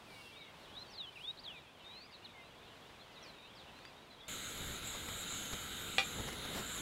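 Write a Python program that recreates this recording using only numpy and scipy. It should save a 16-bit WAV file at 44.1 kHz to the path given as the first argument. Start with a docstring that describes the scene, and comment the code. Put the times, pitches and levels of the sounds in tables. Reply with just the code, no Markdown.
"""Songbirds whistle in long glides, some near and many far, over soft moving air in a mountain meadow.
Then, abruptly, a gas stove is close by: its jet hisses and its flame rumbles, flutters and spits under a teapot.
A tea tin knocks once against the pot's rim. Almost mono, with no walls around.
Birds are gliding sines with ground bounce and scatter; air, grass, gas and flame are shaped noise;
the knock is a crack of noise over decaying metal modes."""
import sys
import numpy as np
from scipy import signal
from scipy.fft import rfft, irfft, next_fast_len
from scipy.io import wavfile
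from scipy.ndimage import map_coordinates

SR = 44100
rng = np.random.default_rng(int(sys.argv[2]) if len(sys.argv) > 2 else 0)


def store_pcm(level_fs):
    """Save levels as 16-bit WAV."""
    pcm = np.round(np.clip(level_fs, -1, 1) * 32767).astype(np.int16)
    wavfile.write(sys.argv[1], SR, np.atleast_2d(pcm).T)


N = 300321
STOVE_ON = 4.281  # (s) the stove replaces the meadow here


def amp(db):
    """Level law: decibels to amplitude gain."""
    return 10 ** (np.asarray(db) / 20)


def unit(x):
    """Normalisation: x at rms 1."""
    return x / np.sqrt(np.mean(x ** 2) + 1e-20)


def clock():
    """Sampling: the time of each sample in seconds."""
    return np.arange(N) / SR


def along(points, hz):
    """Logarithmic interpolation: (Hz, value) points read on a log frequency axis."""
    f, v = np.transpose(points)
    return np.interp(np.log(hz + 1), np.log(f + 1), v)


def curves(rows, t):
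    """Linear interpolation: each column after the time, read at times t."""
    s, *cols = np.transpose(rows)
    return [np.interp(t, s, c) for c in cols]


def wobble(rate):
    """Slow modulation: a smooth random curve through rate knots a second."""
    t = clock()
    coarse = t[::32]
    knots = rng.standard_normal(2048)
    curve = map_coordinates(knots, [coarse * rate + 2], mode="wrap")
    return np.interp(t, coarse, curve)


def bell(x, centre, width):
    """Gaussian envelope: a rounded hump, width wide at half height."""
    return 2 ** -((2 * (x - centre) / width) ** 2)


def filtered(x, response):
    """Linear filtering: the spectrum of x times a response of frequency."""
    m = next_fast_len(N + SR // 2)
    hz = np.fft.rfftfreq(m, 1 / SR)
    return irfft(rfft(x, m) * response(hz), m)[..., :N]


def noise(colour_db):
    """Coloured noise: rms 1, with a spectrum in dB given as a function of Hz."""
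    white = rng.standard_normal(N)
    return unit(filtered(white, lambda hz: amp(colour_db(hz))))


def turbulence(gain, patchy_db, size=512):
    """Turbulent noise: rms 1, shaped by gain(Hz, s), with random patches of strength in time and pitch."""
    hz, t, z = signal.stft(rng.standard_normal(N), SR, nperseg=size)
    patch = np.outer(signal.windows.hann(size // 64), signal.windows.hann(size // 16))
    field = signal.fftconvolve(rng.standard_normal(z.shape), patch, "same")
    shaped = z * gain(hz[:, None], t) * amp(patchy_db * unit(field))
    return unit(signal.istft(shaped, nperseg=size)[1][:N])


THROAT_HZ, THROAT_WIDTH_HZ = 3820, 280  # a note swells as its pitch sweeps through the throat's resonance
NOTE_ARCH_DB = 2.5  # the middle of a note over its ends, before the throat


def whistle(start, length, pitches, db, throat, waver, fade=0.0036):
    """Frequency glide: one pure tone slurs through three pitches, arched and lifted by the throat's resonance."""
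    first, size = round(start * SR), round(length * SR)
    u = np.linspace(0, 1, num=size)
    start_hz, half_hz, end_hz = pitches
    bend = np.clip((half_hz - start_hz) / (end_hz - start_hz + 1e-9), .05, .95)
    slur = u * bend / (u * bend + (1 - u) * (1 - bend))
    hz = start_hz + (end_hz - start_hz) * slur
    resonance = (1 + (2 * (hz - THROAT_HZ) / THROAT_WIDTH_HZ) ** 2) ** (-throat / 2)
    swell = resonance * amp(NOTE_ARCH_DB * np.sin(np.pi * u))
    edges = np.clip(np.minimum(u, 1 - u) * length / fade, 0, 1)
    level = edges * swell / swell.max() * amp(db + waver[first:first + size])
    note = np.zeros(N)
    note[first:first + size] = level * np.sin(2 * np.pi * np.cumsum(hz) / SR)
    return np.sqrt(2) * note  # so that db is an rms level


def hillside(x, t60):
    """Diffuse scattering: grass and slope return x as an exponentially decaying noise tail."""
    t = np.arange(SR // 4) / SR
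    tail = rng.standard_normal(len(t)) * amp(-60 * t / t60)
    return signal.fftconvolve(x, tail / np.linalg.norm(tail))[:N]


GROUND_LAG_S, GROUND_DB = .0024, -10  # the bounce off the ground ripples each sweep
# Slurred notes of the nearer birds. Each row: start in seconds, length in seconds, start pitch in Hz,
# halfway pitch in Hz, end pitch in Hz, rms level at the peak in dB before waver, throat resonance from 0 to 1.
WHISTLES = [ (0.087, .13, 2390, 2277, 2225, -59, 0), (0.146, .15, 2860, 2770, 2690, -61.5, 0),
            (0.312, .19, 2340, 2260, 2060, -62, 0), (0.313, 0.1, 3050, 3650, 3930, -60.5, .4),
            (0.393, 0.072, 3980, 3640, 3030, -59.5, .4), (.625, 0.046, 4400, 3760, 2420, -61, .3),
            (.68, 0.088, 2750, 3230, 3510, -62, .5), (.75, .083, 3360, 3960, 4170, -49.5, 0.4),
            (.785, 0.042, 6050, 5550, 4750, -67.5, 0), (.862, 0.045, 4560, 4530, 4480, -61, 0),
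            (.9, 0.18, 6100, 4040, 3000, -42.5, 0.97), (1.065, .035, 3020, 3030, 3130, -53.5, 0),
            (0.929, 0.11, 4900, 3180, 2670, -60.5, 0.1), (1.155, 0.032, 2880, 2580, 2210, -54, 1),
            (1.184, 0.13, 2200, 3390, 3870, -41.5, 0.93), (1.37, .016, 4620, 3950, 3410, -59, 0),
            (1.384, 0.024, 3370, 4520, 5000, -53.5, 0.1), (1.435, .16, 4950, 2850, 2290, -47.5, .5),
            (1.445, 0.16, 3050, 3440, 3880, -63.5, 0), (1.79, 0.028, 4040, 3080, 2950, -62, 0),
            (1.842, 0.22, 3600, 4020, 5000, -58, 0.1), (1.84, 0.27, 4170, 2740, 2060, -69, 0),
            (2.11, 0.065, 5050, 4320, 3730, -63, 0), (2.242, .038, 4460, 3700, 2400, -54.5, 0.26),
            (2.33, 0.085, 2360, 2110, 2070, -60.5, 0), (2.55, 0.11, 3280, 3530, 3680, -67, 0),
            (2.66, 0.13, 3370, 2880, 2250, -68, 0), (3.08, .2, 2040, 2004, 1950, -69.5, 0),
            (3.125, 0.16, 5220, 3480, 2940, -66, 0), (3.225, 0.091, 6150, 4480, 3900, -61, 0),
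            (3.3, 0.094, 2290, 2310, 2240, -67.5, 0), (3.33, 0.15, 3900, 3710, 3660, -66, 0),
            (3.453, .09, 2740, 3200, 3680, -63, 0), (3.549, 0.099, 5680, 3780, 2830, -61.5, 0.1),
            (3.659, 0.2, 3380, 4030, 4590, -69, 0.1), (3.85, 0.039, 4600, 4840, 4920, -60, 0),
            (4.1, .065, 4100, 3900, 3630, -65.5, 0), (4.195, 0.05, 3960, 3600, 3160, -60.5, 0),
            (4.17, 0.13, 3140, 3460, 3740, -59, .6)]


def near_birds():
    """Interference and scattering: whistles meet their ground bounce; fainter notes arrive more as scatter."""
    waver, direct, scattered = 1.9 * wobble(70), np.zeros(N), np.zeros(N)
    for start, length, *pitches, db, throat in WHISTLES:
        note = whistle(start, length, pitches, db, throat, waver)
        share = np.clip(amp(-66 - db) ** 2, .015, .35)  # scattered part of the power
        direct += np.sqrt(1 - share) * note
        scattered += np.sqrt(share) * note
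    grounded = filtered(direct, lambda hz: 1 + amp(GROUND_DB) * np.exp(-2j * np.pi * hz * GROUND_LAG_S))
    return grounded + hillside(scattered, t60=0.3)


# Course of the gas jet. Each row: time in seconds, hiss level in dB before trims,
# reference pitch in Hz that the hiss bands follow at fixed ratios.
JET = [(4.3, -51.5, 7250), (4.34, -53, 7100), (4.76, -52, 7120), (4.81, -62, 6850), (4.87, -48, 7440),
       (4.97, -53, 7100), (5.23, -50, 7280), (5.25, -56, 7000), (5.31, -48, 7130), (5.54, -52, 7090),
       (5.91, -53.5, 7400), (5.99, -51, 7110), (6.03, -58, 7080), (6.05, -52, 7200), (6.46, -58, 6830),
       (6.58, -54.5, 7430), (6.77, -45.5, 7280), (6.8, -48, 6990)]


def jet_levels():
    """Common drive: the jet's level in dB, and its surge above the mean that lifts every part of the hiss."""
    jet_db, _ = curves(JET, clock())
    return jet_db, jet_db - jet_db[round(STOVE_ON * SR):].mean()


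def jet_band(ratio, width_hz):
    """Band-limited turbulence: a steep-sided band of hiss that follows the pitch of the jet."""
    def band(hz, t):
        centre = ratio * curves(JET, t)[-1]
        return 1 / (1 + (2 * (hz - centre) / width_hz) ** 4)
    return turbulence(band, patchy_db=2.3)


def jet_hiss(jet_db, surge_db):
    """Jet noise: a main band, a weaker shoulder and a high sizzle wander together in pitch."""
    jet = amp(jet_db - 0.5 + 0.37 * wobble(25)) * jet_band(ratio=.98, width_hz=1210)
    shoulder = amp(jet_db - 8.5 + 1.2 * wobble(7)) * jet_band(ratio=1.11, width_hz=770)
    sizzle = amp(-60.0 + 0.35 * surge_db + 1.2 * wobble(9.8)) * jet_band(ratio=1.573, width_hz=1800)
    return jet + shoulder + sizzle


# Smooth spectrum of gas in the mixing tube. Each row: frequency in Hz, relative level in dB per Hz.
RUSH = [(300, -1.5), (800, -6.5), (1100, -8.5), (2600, -4), (4100, -2.5), (4700, -12), (5700, -17.5),
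        (9000, -13), (11000, -14), (13500, -17), (15700, -18)]
# Resonances of the mixing tube. Each row: centre in Hz, width in Hz, height in dB.
TUBE = [(1368, 320, 12.4), (1610, 150, 5.4), (2090, 460, 5), (3090, 390, 5.8), (3750, 560, 8.1)]


def gas_rush(surge_db):
    """Tube resonance: the turbulence of rushing gas is lifted at the mixing tube's resonances."""
    def tube(hz, t):
        peaks = sum(db * bell(hz, centre, width) for centre, width, db in TUBE)
        return amp(along(RUSH, hz) + peaks)
    return amp(-47.0 + 0.14 * surge_db + 0.15 * wobble(25)) * turbulence(tube, patchy_db=1.33)


# Spectrum of the flame's rumble. Each row: frequency in Hz, relative level in dB per Hz.
FLAME = [(13, -31), (22, -31), (48, 1), (136, -2.5), (206, 1), (390, -8), (443, -4), (581, -11),
         (1000, -13), (1300, -38), (2200, -120)]
# Course of the rumble. Each row: time in seconds, level in dB before a small trim.
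FLAME_LEVEL = [(4.3, -58), (4.65, -53), (6.09, -54), (6.21, -44), (6.22, -47.5), (6.35, -50), (6.6, -48),
               (6.74, -57), (6.8, -48)]


def flame_rumble():
    """Combustion noise: low coloured noise rises and falls with the flame."""
    flame_db, = curves(FLAME_LEVEL, clock())
    return amp(flame_db - .3 + 1.2 * wobble(30)) * noise(lambda hz: along(FLAME, hz))


def stove():
    """Superposition: gas rushes through the tube, the jet hisses and the flame rumbles."""
    jet_db, surge_db = jet_levels()
    return gas_rush(surge_db) + jet_hiss(jet_db, surge_db) + flame_rumble()


# The tin against the pot's rim, as start in seconds and overall level in dB.
KNOCK = (5.9822, -27.5)
# Modes of tin and pot. Each row: frequency in Hz, relative level in dB, t60 in seconds before the grip.
METAL = [(515, -7, .16), (785, 1, .15), (1192, -7, .2), (1310, -6, .12), (1443, -9, .16), (1960, 0, .13),
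         (2297, -5, .22), (2390, 0, .25), (2436, -1, .24), (2480, -1, .17), (2730, -6, .14),
         (2821, -3, .19), (3341, -3, .17), (3486, -3, .14), (3622, -4, .14), (3725, -4, .11),
         (3897, -4, .1), (4110, -4, .12), (4430, -11, .15), (4592, -9, .17), (5125, -14, .16),
         (5566, -16, .16), (5737, -13, .17)]
# Spectrum of a crack, also used for ticks in the grass. Each row: frequency in Hz, relative level in dB per Hz.
CRACK = [(200, -26), (500, -7), (800, -2), (1300, 0.5), (4000, -2), (5200, -13), (8000, -16), (15000, -36)]


def clink():
    """Modal impact: a sharp crack with a longer wash, and a ring of metal modes damped by the hand."""
    s, db = KNOCK
    t, out = np.arange(SR // 2) / SR, np.zeros(N + SR)
    ring = sum(amp(level - 60 * t / t60) * np.sin(2 * np.pi * (hz * t + rng.random()))
               for hz, level, t60 in METAL)
    grip = amp(-250 * np.maximum(t - .052, 0))  # pressing on the rim chokes the ring
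    dying = amp(5.5 - 60 * t / 0.01) + amp(-8.5 - 60 * t / 0.17)  # crack, then wash
    crack = dying * noise(lambda hz: along(CRACK, hz))[:len(t)]
    onset = 1 - np.exp(-t / 0.00025)
    out[round(s * SR):][:len(t)] = amp(db) * grip * (amp(-5.5) * ring + crack) * onset
    return out[:N]


# Puffs of the flame in the draught. Each row: centre in seconds, level in dB before waver,
# half of the width at half height in seconds, brightness as a low-pass corner in Hz.
PUFFS = [(4.659, -49, 0.08, 60), (4.953, -46.5, 0.0052, 400), (5.089, -45, 0.0048, 1500),
         (5.117, -47, 0.01, 90), (5.536, -43, 0.01, 800), (6.2, -42, 0.012, 200),
         (6.285, -41.5, 0.0079, 800), (6.331, -44, 0.0035, 2480), (6.455, -45, 0.012, 500),
         (6.577, -43.5, 0.035, 1310)]


def flutter():
    """Unsteady combustion: draughts tear at the flame in short, ragged puffs of low-passed noise."""
    t, out = np.arange(-SR // 8, SR // 8) / SR, np.zeros(N + SR)
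    hz = np.fft.rfftfreq(len(t), 1 / SR)
    for s, db, length, bright_hz in PUFFS:
        lowpass = 1 / np.sqrt(1 + (hz / bright_hz) ** 2.06)
        puff = irfft(rfft(rng.standard_normal(len(t))) * lowpass, len(t))
        out[round((s + t[0]) * SR):][:len(t)] += amp(db) * bell(t, 0, 2 * length) * unit(puff)
    return out[:N] * amp(0.59 * wobble(150))


def sputter(rate=22):
    """Poisson process: tiny spits of the flame fall at random, rate a second on average."""
    strength = amp(3 * np.minimum(rng.exponential(size=N), 3))
    spits = (rng.random(N) < rate / SR) * strength
    swell = signal.fftconvolve(spits, signal.windows.hann(SR // 200), "same")  # 5 ms each
    return amp(-53.5) * swell * noise(lambda hz: -10 * np.log10(1 + (hz / 2500) ** 2))


FAR_DB, FAR_SPREAD_DB = -72.5, 5  # the faintest far notes before waver, and the range above them
FAR_LOW_HZ, FAR_RANGE_HZ = 1950, 1900  # the far notes bottom out somewhere in this range
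FAR_GLIDE_HZ, FAR_NOTE_S = 950, .075  # scale of their sweep, and their mean length


def far_birds(count=135):
    """Distant chorus: short glides scatter off the slope; most fall and flatten out, some rise."""
    song, waver = np.zeros(N), 2.8 * wobble(50)
    for k, (when, length, low, span, turn, loud) in enumerate(rng.random((count, 6))):
        start = (k + when) / count * STOVE_ON
        shape = np.array([1, .3, 0] if turn < .65 else [0, .28, .5])
        pitches = FAR_LOW_HZ + FAR_RANGE_HZ * low + FAR_GLIDE_HZ * (.5 + span) * shape
        db = FAR_DB + FAR_SPREAD_DB * loud
        song += whistle(start, FAR_NOTE_S * (.5 + length), pitches, db, 0, waver)
    return song + amp(-6) * hillside(song, t60=0.24)


AIR_DB, GRASS_DB = -58, -84  # mean level of the air, and of the rustle between stirs
# Spectrum of the meadow air. Each row: frequency in Hz, relative level in dB per Hz.
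AIR = [(15, -56), (25, -4.5), (136, 0.5), (267, -1.5), (1020, -2), (1200, -5), (2060, -8.5), (3630, -9.5),
       (5140, -18.5), (11500, -28.5), (14300, -30.5), (15500, -33)]
# Stirs of the grass. Each row: centre in seconds, level in dB, width at half height in seconds.
BREEZE = [(.2, -64.5, .26), (.61, -73, 0.11), (1.217, -68.5, 0.17)]
# Spectrum of the rustle. Each row: frequency in Hz, relative level in dB per Hz.
GRASS = [(2000, -2), (4800, 9.5), (6500, -4), (9500, 1), (12000, -6.5), (15500, -8)]
# Small ticks in the grass. Each row: centre in seconds, level in dB.
TICKS = [(3.791, -52), (3.853, -49)]


def meadow():
    """Broadband background: coloured noise makes soft distant air, a light rustle of grass and two ticks."""
    t = clock()
    air = amp(AIR_DB + 1.1 * wobble(5.835)) * noise(lambda hz: along(AIR, hz))
    stir = amp(GRASS_DB) + sum(amp(db) * bell(t, s, length) for s, db, length in BREEZE)
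    grass = stir * noise(lambda hz: along(GRASS, hz))
    ticks = sum(amp(db) * bell(t, s, 0.0036) for s, db in TICKS)
    return air + grass + ticks * noise(lambda hz: along(CRACK, hz))


# Spectrum of the side signal. Each row: frequency in Hz, relative level in dB per Hz.
WIDTH = [(30, 4.5), (100, -4), (300, -9), (1200, -36.5), (3500, -67), (7000, -42), (9000, -27),
         (12000, -24), (15000, -20)]


def scene():
    """Mid-side stereo: the meadow gives way to the stove in about 2 ms; the channels differ only faintly."""
    close = np.clip((clock() - STOVE_ON) / 0.0023 + .5, 0, 1)
    outdoors = meadow() + near_birds() + far_birds()
    cooking = stove() + sputter() + flutter() + clink()
    mid = (1 - close) * outdoors + close * cooking
    side_level = (1 - close) * amp(-104) + close * amp(-65.5)
    side = side_level * noise(lambda hz: along(WIDTH, hz))
    return np.array([mid + side, mid - side])


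TOP_HZ = 15780  # upper band limit


def record(dry):
    """Band limiting: nothing is kept at or above the top frequency."""
    return filtered(dry, lambda hz: hz < TOP_HZ)


dry = scene()
out = record(dry)
store_pcm(out)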